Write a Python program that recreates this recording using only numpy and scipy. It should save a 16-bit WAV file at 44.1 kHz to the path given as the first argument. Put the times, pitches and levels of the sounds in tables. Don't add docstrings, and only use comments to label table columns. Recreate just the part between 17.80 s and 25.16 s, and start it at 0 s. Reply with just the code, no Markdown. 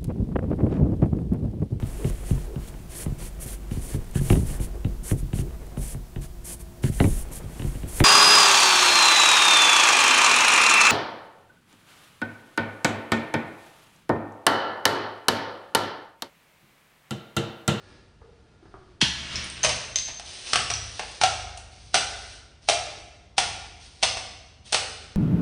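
import sys
import numpy as np
from scipy import signal
from scipy.fft import rfft, irfft, next_fast_len
from scipy.io import wavfile

SR = 44100
rng = np.random.default_rng(int(sys.argv[2]) if len(sys.argv) > 2 else 0)


def waveform_to_disk(signal):
    frames = np.transpose(np.atleast_2d(signal))
    scaled = np.clip(frames, -1, 1) * 32767
    samples = np.round(scaled).astype(np.int16)
    wavfile.write(sys.argv[1], SR, samples)


N = 324557


def gain_of(db):
    return 10 ** (np.asarray(db) / 20)


def evened(x):
    return x / np.sqrt(np.mean(x ** 2) + 1e-20)


def read(points, hz):
    f, value = np.transpose(points)
    return np.interp(np.log(hz + 1), np.log(f + 1), value)


def add(mix, s, sound):
    part = mix[max(round(s * SR), 0):][:len(sound)]
    part += sound[:len(part)]


def coloured(x, spectrum, tilt_db=0):
    size = next_fast_len(len(x))
    hz = abs(np.fft.fftfreq(size, 1 / SR))
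    octaves = np.log2(np.maximum(hz, 400) / 2000)
    db = read(spectrum, hz) + tilt_db * octaves
    causal = np.exp(np.conj(signal.hilbert(np.log(gain_of(db)))))
    shaped = irfft(rfft(x, size) * causal[:size // 2 + 1], size)
    return evened(shaped[:len(x)])


def ring(t, hz, t60):
    return np.sin(2 * np.pi * hz * t) * np.exp(-np.log(1000) * t / t60)


def rings(t, modes):
    return sum(gain_of(db) * ring(t, hz, t60) for hz, db, t60 in modes)


def crack(t, decay, spectrum, tilt_db=0, evenness=0.69):
    shape = (1 - np.exp(-t / 0.0003)) * np.exp(-(t / decay) ** 0.66)
    chatter = rfft(rng.standard_normal(len(t)) * shape)
    even = irfft(chatter / (abs(chatter) + 1e-12) ** min(evenness, 1), len(t))
    burst = coloured(even * np.sqrt(shape), spectrum, tilt_db)
    return burst * np.linalg.norm(shape) / np.linalg.norm(burst)


def grains(spectrum, per_s, spread_db):
    size = gain_of(spread_db * np.minimum(rng.exponential(1, N), 4))
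    sign = rng.choice([-1, 1], N)
    strikes = rng.random(N) < per_s / SR
    return coloured(size * sign * strikes, spectrum)


def strokes(rows, rise, fall):
    t, power = np.arange(N) / SR, np.zeros(N)
    for s, length, db in rows:
        swell = np.clip((t - s) / rise, 0, 1)
        release = np.exp(-np.maximum(t - s - length, 0) / fall)
        power += (gain_of(db) * swell * release) ** 2
    return np.sqrt(power)


# pitch_hz, relative level_db
RUMBLE_SPECTRUM = [(20, -20.5), (50, 4), (100, 2.5), (160, -6), (350, -15.5), (700, -18.5), (1500, -26),
                   (3000, -29), (6000, -36), (10000, -43)]


def rumble():
    return gain_of(-55.5) * coloured(rng.standard_normal(N), RUMBLE_SPECTRUM)


# pitch_hz, t60_s
WALL_DECAY = [(80, 1.57), (300, 1.67), (730, 0.88), (1500, 1.106), (3000, 0.99), (6000, 0.94),
              (10000, 0.77)]


def echoes(early_db=-2, late_db=-5.0, early_t60=0.36):
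    t = np.arange(5 * SR // 4) / SR
    taps = rng.choice([-1., 1.], len(t)) * (rng.random(len(t)) < 2500 / SR)
    early = taps * (1 - np.exp(-t / 0.0015)) * np.exp(-np.log(1000) * t / early_t60)
    hz, age, z = signal.stft(rng.standard_normal(len(t)), SR, nperseg=256)
    decay = np.exp(-np.log(1000) * age / read(WALL_DECAY, hz)[:, None])
    late = signal.istft(z * decay, SR, nperseg=256)[1][:len(t)]
    late = late * (1 - np.exp(-t / 0.0099))
    return gain_of(early_db) * early / np.linalg.norm(early) + gain_of(late_db) * late / np.linalg.norm(late)


def stairwell(x, count=11):
    out, place = x.copy(), np.arange(N) / N * (count - 1)
    for k in range(count):
        near = np.flatnonzero(abs(place - k) < 1)
        share = np.cos(np.pi / 2 * (place[near] - k))
        add(out, near[0] / SR, signal.fftconvolve(x[near] * share, echoes()))
    return out


# pitch_hz (before scatter), relative level_db, build_up_s, t60_s
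BOOM_MODES = [(52.3, -6, 0.15, 3), (72.6, 1.5, 0.18, 1.78), (102.2, -3.5, 0.0074, 1.72),
              (133.8, -4.5, .005, 0.49)]


def boom(scatter=0.024):
    out, t = np.zeros(N), np.arange(3 * SR // 2) / SR
    for s, *_, boom_db in LANDINGS:
        for (hz, db, build, t60), chance in zip(BOOM_MODES, rng.standard_normal(len(BOOM_MODES))):
            mode = ring(t, hz * (1 + scatter * chance), t60) * (1 - np.exp(-t / build))
            add(out, s, gain_of(boom_db + db) * mode)
    return out


# pitch_hz, relative level_db
DRONE_SPECTRUM = [(100, -9.5), (370, 1), (600, -5.5), (1100, -10), (1280, -10), (1400, 0), (1540, -14),
                  (1710, -3.5), (1900, -12.5), (5000, -16), (10000, -50)]
# pitch_hz, relative level_db
GRIT_SPECTRUM = [(150, -8), (500, 3.5), (1400, -2), (2800, 7.5), (4500, 9), (6200, 6.5), (7200, -4.5),
                 (9300, 4.5), (11000, -42)]
# start_s, length_s, relative level_db
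HALF_TURNS = [(-.03, 0.16, -52), (.40, 0.31, -66), (.80, 0.3, -62)]
TURN_RISE_S, TURN_FALL_S, ROLLING_DB = 0.033, 0.1, -68
TIP_OVER_S = 1.17


def rolling(drone_db=-5, grit_db=-15, leave_s=.02):
    on_step = np.clip((TIP_OVER_S - np.arange(N) / SR) / leave_s, 0, 1)
    weight = np.hypot(gain_of(ROLLING_DB), strokes(HALF_TURNS, TURN_RISE_S, TURN_FALL_S))
    drone = gain_of(drone_db) * grains(DRONE_SPECTRUM, per_s=6400, spread_db=-1.5)
    grit = gain_of(grit_db) * grains(GRIT_SPECTRUM, per_s=4000, spread_db=-2)
    return weight * on_step * (drone + grit)


# pitch_hz, relative level_db
BUMP_SPECTRUM = [(100, 11), (400, -9.5), (700, 7), (1300, 5.5), (2200, -12.5), (5000, -44), (10000, -39)]
# start_s, relative drone level_db, drone pitch_hz, knock level_db
BUMPS = [(0.416, -53.5, 456, -48), (.440, -53, 450, -73), (.490, -52, 466, -72), (0.826, -51, 348, -55),
         (0.854, -51, 368, -48), (0.9403, -44.5, 372, -37)]


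def bumps():
    out, t = np.zeros(N), np.arange(SR // 5) / SR
    for s, drone_db, hz, knock_db in BUMPS:
        hum = ring(t, hz, 0.08) * (1 - np.exp(-t / 0.0018))
        add(out, s, gain_of(drone_db + 8) * hum + gain_of(knock_db) * crack(t, 0.0072, BUMP_SPECTRUM))
    return out


# pitch_hz, relative level_db, t60_s
THUD_MODES = [(71.7, 1, .6), (122.5, -4, .8), (178.7, -6, 1.1), (231.2, -11, 0.41)]
# start_s, level_db
THUDS = [(1.227, -35.5), (1.543, -35), (1.850, -38), (2.757, -42.5)]


def thuds():
    out, t = np.zeros(N), np.arange(SR) / SR
    for s, db in THUDS:
        add(out, s, gain_of(db) * rings(t, THUD_MODES) * (1 - np.exp(-t / 0.0016)))
    return out


# pitch_hz, relative level_db
SPRAY_SPECTRUM = [(100, -0.5), (200, 0), (400, -3.5), (1000, -1), (2000, 4.5), (3000, 6), (6000, -2),
                  (7200, -10), (9500, -11), (11000, -62.5)]
# start_s, length_s, level_db
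GUSHES = [(1.25, 0.35, -43.5), (1.47, 0.19, -39), (1.68, 0.36, -44.5), (2.25, 0.04, -41)]
GUSH_RISE_S, GUSH_FALL_S = 0.055, .03


def splashing():
    drops = grains(SPRAY_SPECTRUM, per_s=2700, spread_db=2.0)
    return strokes(GUSHES, GUSH_RISE_S, GUSH_FALL_S) * drops


def gulp(s=1.223, db=-17, start_hz=420, end_hz=100, glide=0.0054, decay=0.0048):
    out, t = np.zeros(N), np.arange(SR // 8) / SR
    hz = end_hz + (start_hz - end_hz) * np.exp(-t / glide)
    pulse = t / decay * np.exp(1 - t / decay)
    add(out, s, gain_of(db) * np.sin(2 * np.pi * np.cumsum(hz) / SR) * pulse)
    return out


# start_s, length_s, relative level_db
SCRAPES = [(2.44, 0.23, -40), (2.65, 0.069, -33), (3.02, 0.36, -43), (3.90, 0.26, -53), (4.26, 0.31, -47),
           (4.81, .07, -53), (5.99, 0.082, -48), (6.10, .12, -54), (6.84, 0.07, -45.5)]
SCRAPE_RISE_S, SCRAPE_FALL_S = 0.021, 0.018


def scraping():
    grit = grains(GRIT_SPECTRUM, per_s=3200, spread_db=-3)
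    return gain_of(-4) * strokes(SCRAPES, SCRAPE_RISE_S, SCRAPE_FALL_S) * grit


# pitch_hz, relative level_db
TICK_SPECTRUM = [(100, -40.5), (700, -46.5), (1400, -9), (2500, 1), (4400, 4), (6200, 4.5), (7000, -6),
                 (9000, -11), (10500, -37.5)]
# pitch_hz, relative level_db, t60_s
NECK_MODES = [(6265, 1, 0.047), (6272, -25, 0.3), (4550, -5.5, 0.012), (2840, -12, 0.011)]
# start_s, tick level_db, relative ring level_db
NECK_HITS = [(1.8320, -27, -19), (2.1582, -10, -19.5), (2.1710, -26, -25.5), (2.1865, -16, -27),
             (2.2770, -27.5, -39)]
# start_s, level_db, pitch_hz
SHARD_CLINKS = [(1.5569, -24, 5280), (1.563, -30, 5830), (1.642, -36.5, 9340), (1.7, -33, 8600),
                (2.905, -23, 5740), (2.938, -21, 5850), (2.955, -28.5, 5200)]


def pieces():
    out, t = np.zeros(N), np.arange(SR // 3) / SR
    for s, tick_db, ring_db in NECK_HITS:
        tick = gain_of(tick_db) * crack(t, 0.0015, TICK_SPECTRUM)
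        add(out, s, gain_of(ring_db + 2.5) * rings(t, NECK_MODES) + tick)
    for s, db, hz in SHARD_CLINKS:
        clink = gain_of(3) * ring(t, hz, 0.027) + crack(t, 0.0022, TICK_SPECTRUM)
        add(out, s, gain_of(db) * clink)
    return out


# pitch_hz, relative level_db
BURST_SPECTRUM = [(100, -27), (600, -22.5), (850, -10.5), (1200, -15.5), (1800, -6.5), (2100, -10.5),
                  (2700, -2.5), (3250, -0.5), (3700, -3.5), (6000, -9.5), (7000, -18), (9500, -23)]
# start_s, level_db, decay_s
SMASH_BURSTS = [(1.2062, -38, 0.0055), (1.2105, -24.5, 0.014), (1.2144, -10.5, 0.0096),
                (1.2216, -18.5, 0.0042)]


def smash():
    out, t = np.zeros(N), np.arange(SR // 4) / SR
    for s, db, decay in SMASH_BURSTS:
        add(out, s, gain_of(db) * crack(t, decay, BURST_SPECTRUM))
    return out


def lead_in(length=.014, rise=0.0057):
    t = np.arange(int(length * SR)) / SR
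    return coloured(rng.standard_normal(len(t)), GRIT_SPECTRUM) * np.exp((t - length) / rise)


# start_s, first end relative level_db,
# second end delay_s, second end relative level_db, contact decay_s, relative hollow level_db,
# first end's hollow pitch_hz, relative upper hollow level_db, first end's upper pitch_hz,
# relative stairwell boom level_db
LANDINGS = [(1.837, -19.5, 0.0093, -15, .008, 1, 704, -6, 1430, -43),
            (2.7326, -11.5, .0245, -12, 0.0038, -5, 800, -4.5, 1250, -38),
            (2.9014, -20, 0.011, -23.5, 0.0033, -3, 746, -8.5, 1350, -37.5),
            (3.4132, -17.5, 0.022, -13, 0.0062, 7.5, 810, -2.5, 1430, -34.5),
            (4.1429, -13, 0.01, -17.5, 0.0075, 4, 742, -2.5, 1440, -41.5),
            (4.8869, -12.5, 0.0096, -14.5, 0.0053, 4, 724, -10, 1560, -42),
            (5.5804, -13, .0084, -29.5, 0.0084, 4.5, 743, -1.5, 1416, -39),
            (6.2271, -19, .0048, -12.5, 0.0068, 1, 763, -14, 1367, -42),
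            (6.9280, -16.5, 0.016, -12.5, 0.0047, -2.5, 833, -19, 1420, -41)]
SECOND_END_PITCH = 0.917
# start_s,
# relative level_db, contact decay_s, tilt_db per octave
TOUCHES = [(1.890, -25, 0.019, -0.5), (2.285, -37.5, 0.0061, -4.5), (2.3965, -31, .003, -.5),
           (3.194, -24.5, .006, -4), (3.7746, -33, .002, 7.5), (6.370, -28, 0.0053, -2),
           (6.9233, -23, 0.0079, 4.5)]
TOUCH_HOLLOW_DB, TOUCH_HZ = -0.5, 708
TOUCH_OVERTONE_DB, TOUCH_OVERTONE_HZ = -13, 1173


def blows(first_tilt_db=-.5, second_tilt_db=-0.8):
    rows = []
    for s, first_db, gap, second_db, decay, hollow_db, hz, upper_db, upper_hz, _ in LANDINGS:
        first_end = (s, first_db, 1, first_tilt_db)
        second_end = (s + gap, second_db, SECOND_END_PITCH, second_tilt_db)
        for at, db, pitch, tilt_db in (first_end, second_end):
            rows.append((at, db, decay, hollow_db, hz * pitch, upper_db, upper_hz * pitch, tilt_db))
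    for s, db, decay, tilt_db in TOUCHES:
        rows.append((s, db, decay, TOUCH_HOLLOW_DB, TOUCH_HZ, TOUCH_OVERTONE_DB, TOUCH_OVERTONE_HZ, tilt_db))
    return rows


# pitch_hz and relative level_db
# (both before scatter), t60_s
WALL_MODES = [(1365, -20, .028), (2080, -22, .02), (2390, -21, .03), (2700, -12, .028), (3560, -25, .025),
              (4320, -21, .06), (5330, -20, .025), (6860, -23, .02), (7752, -22, .12)]


def glass_walls(t):
    out = np.zeros(len(t))
    for hz, db, t60 in WALL_MODES:
        a, b = rng.standard_normal(2)
        out += np.sign(a) * gain_of(db + a) * ring(t, hz * (1 + 0.001 * b), t60)
    return out


# pitch_hz, relative level_db
CLACK_SPECTRUM = [(100, -14), (300, -12.5), (500, -6), (800, -0.5), (1100, -5), (1800, -1.5), (2800, 2.5),
                  (4000, 0), (6200, 1), (6900, -10), (9300, -4), (10500, -33.5)]


def bottle(lead_in_db=-20, hollow_t60=0.034):
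    out, hollow, t = np.zeros(N), np.zeros(N), np.arange(SR // 7) / SR
    swell = 1 - np.exp(-t / 0.0015)
    for s, db, decay, hollow_db, hollow_hz, overtone_db, overtone_hz, tilt_db in blows():
        lower = gain_of(hollow_db) * ring(t, hollow_hz, hollow_t60)
        upper = gain_of(overtone_db + 9.5) * ring(t, overtone_hz, .014)
        add(hollow, s, gain_of(db - 0.5) * (lower + upper) * swell)
        blow = crack(t, decay, CLACK_SPECTRUM, tilt_db) + gain_of(-3.5) * glass_walls(t)
        add(out, s, gain_of(db + 2) * blow)
        hiss = lead_in()
        add(out, s - len(hiss) / SR, gain_of(db + lead_in_db) * hiss)
    return out, hollow


def scene(gulp_wet=0.29, hollow_wet=0.9):
    surge = gulp()
    clacks, hollow = bottle()
    sources = rolling() + bumps() + thuds() + splashing() + scraping() + pieces() + smash() + clacks
    direct = (1 - gulp_wet) * surge + (1 - hollow_wet) * hollow
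    echoing = stairwell(sources + gulp_wet * surge + hollow_wet * hollow)
    return (echoing + direct + boom() + rumble())[None]


BAND_LIMIT_HZ = 10350


def record(dry):
    rounded = np.tanh(dry)
    lowpass = signal.firwin(255, BAND_LIMIT_HZ, window=("kaiser", 9), fs=SR)
    return signal.oaconvolve(rounded, lowpass[None], "same")


dry = scene()
out = record(dry)
waveform_to_disk(out)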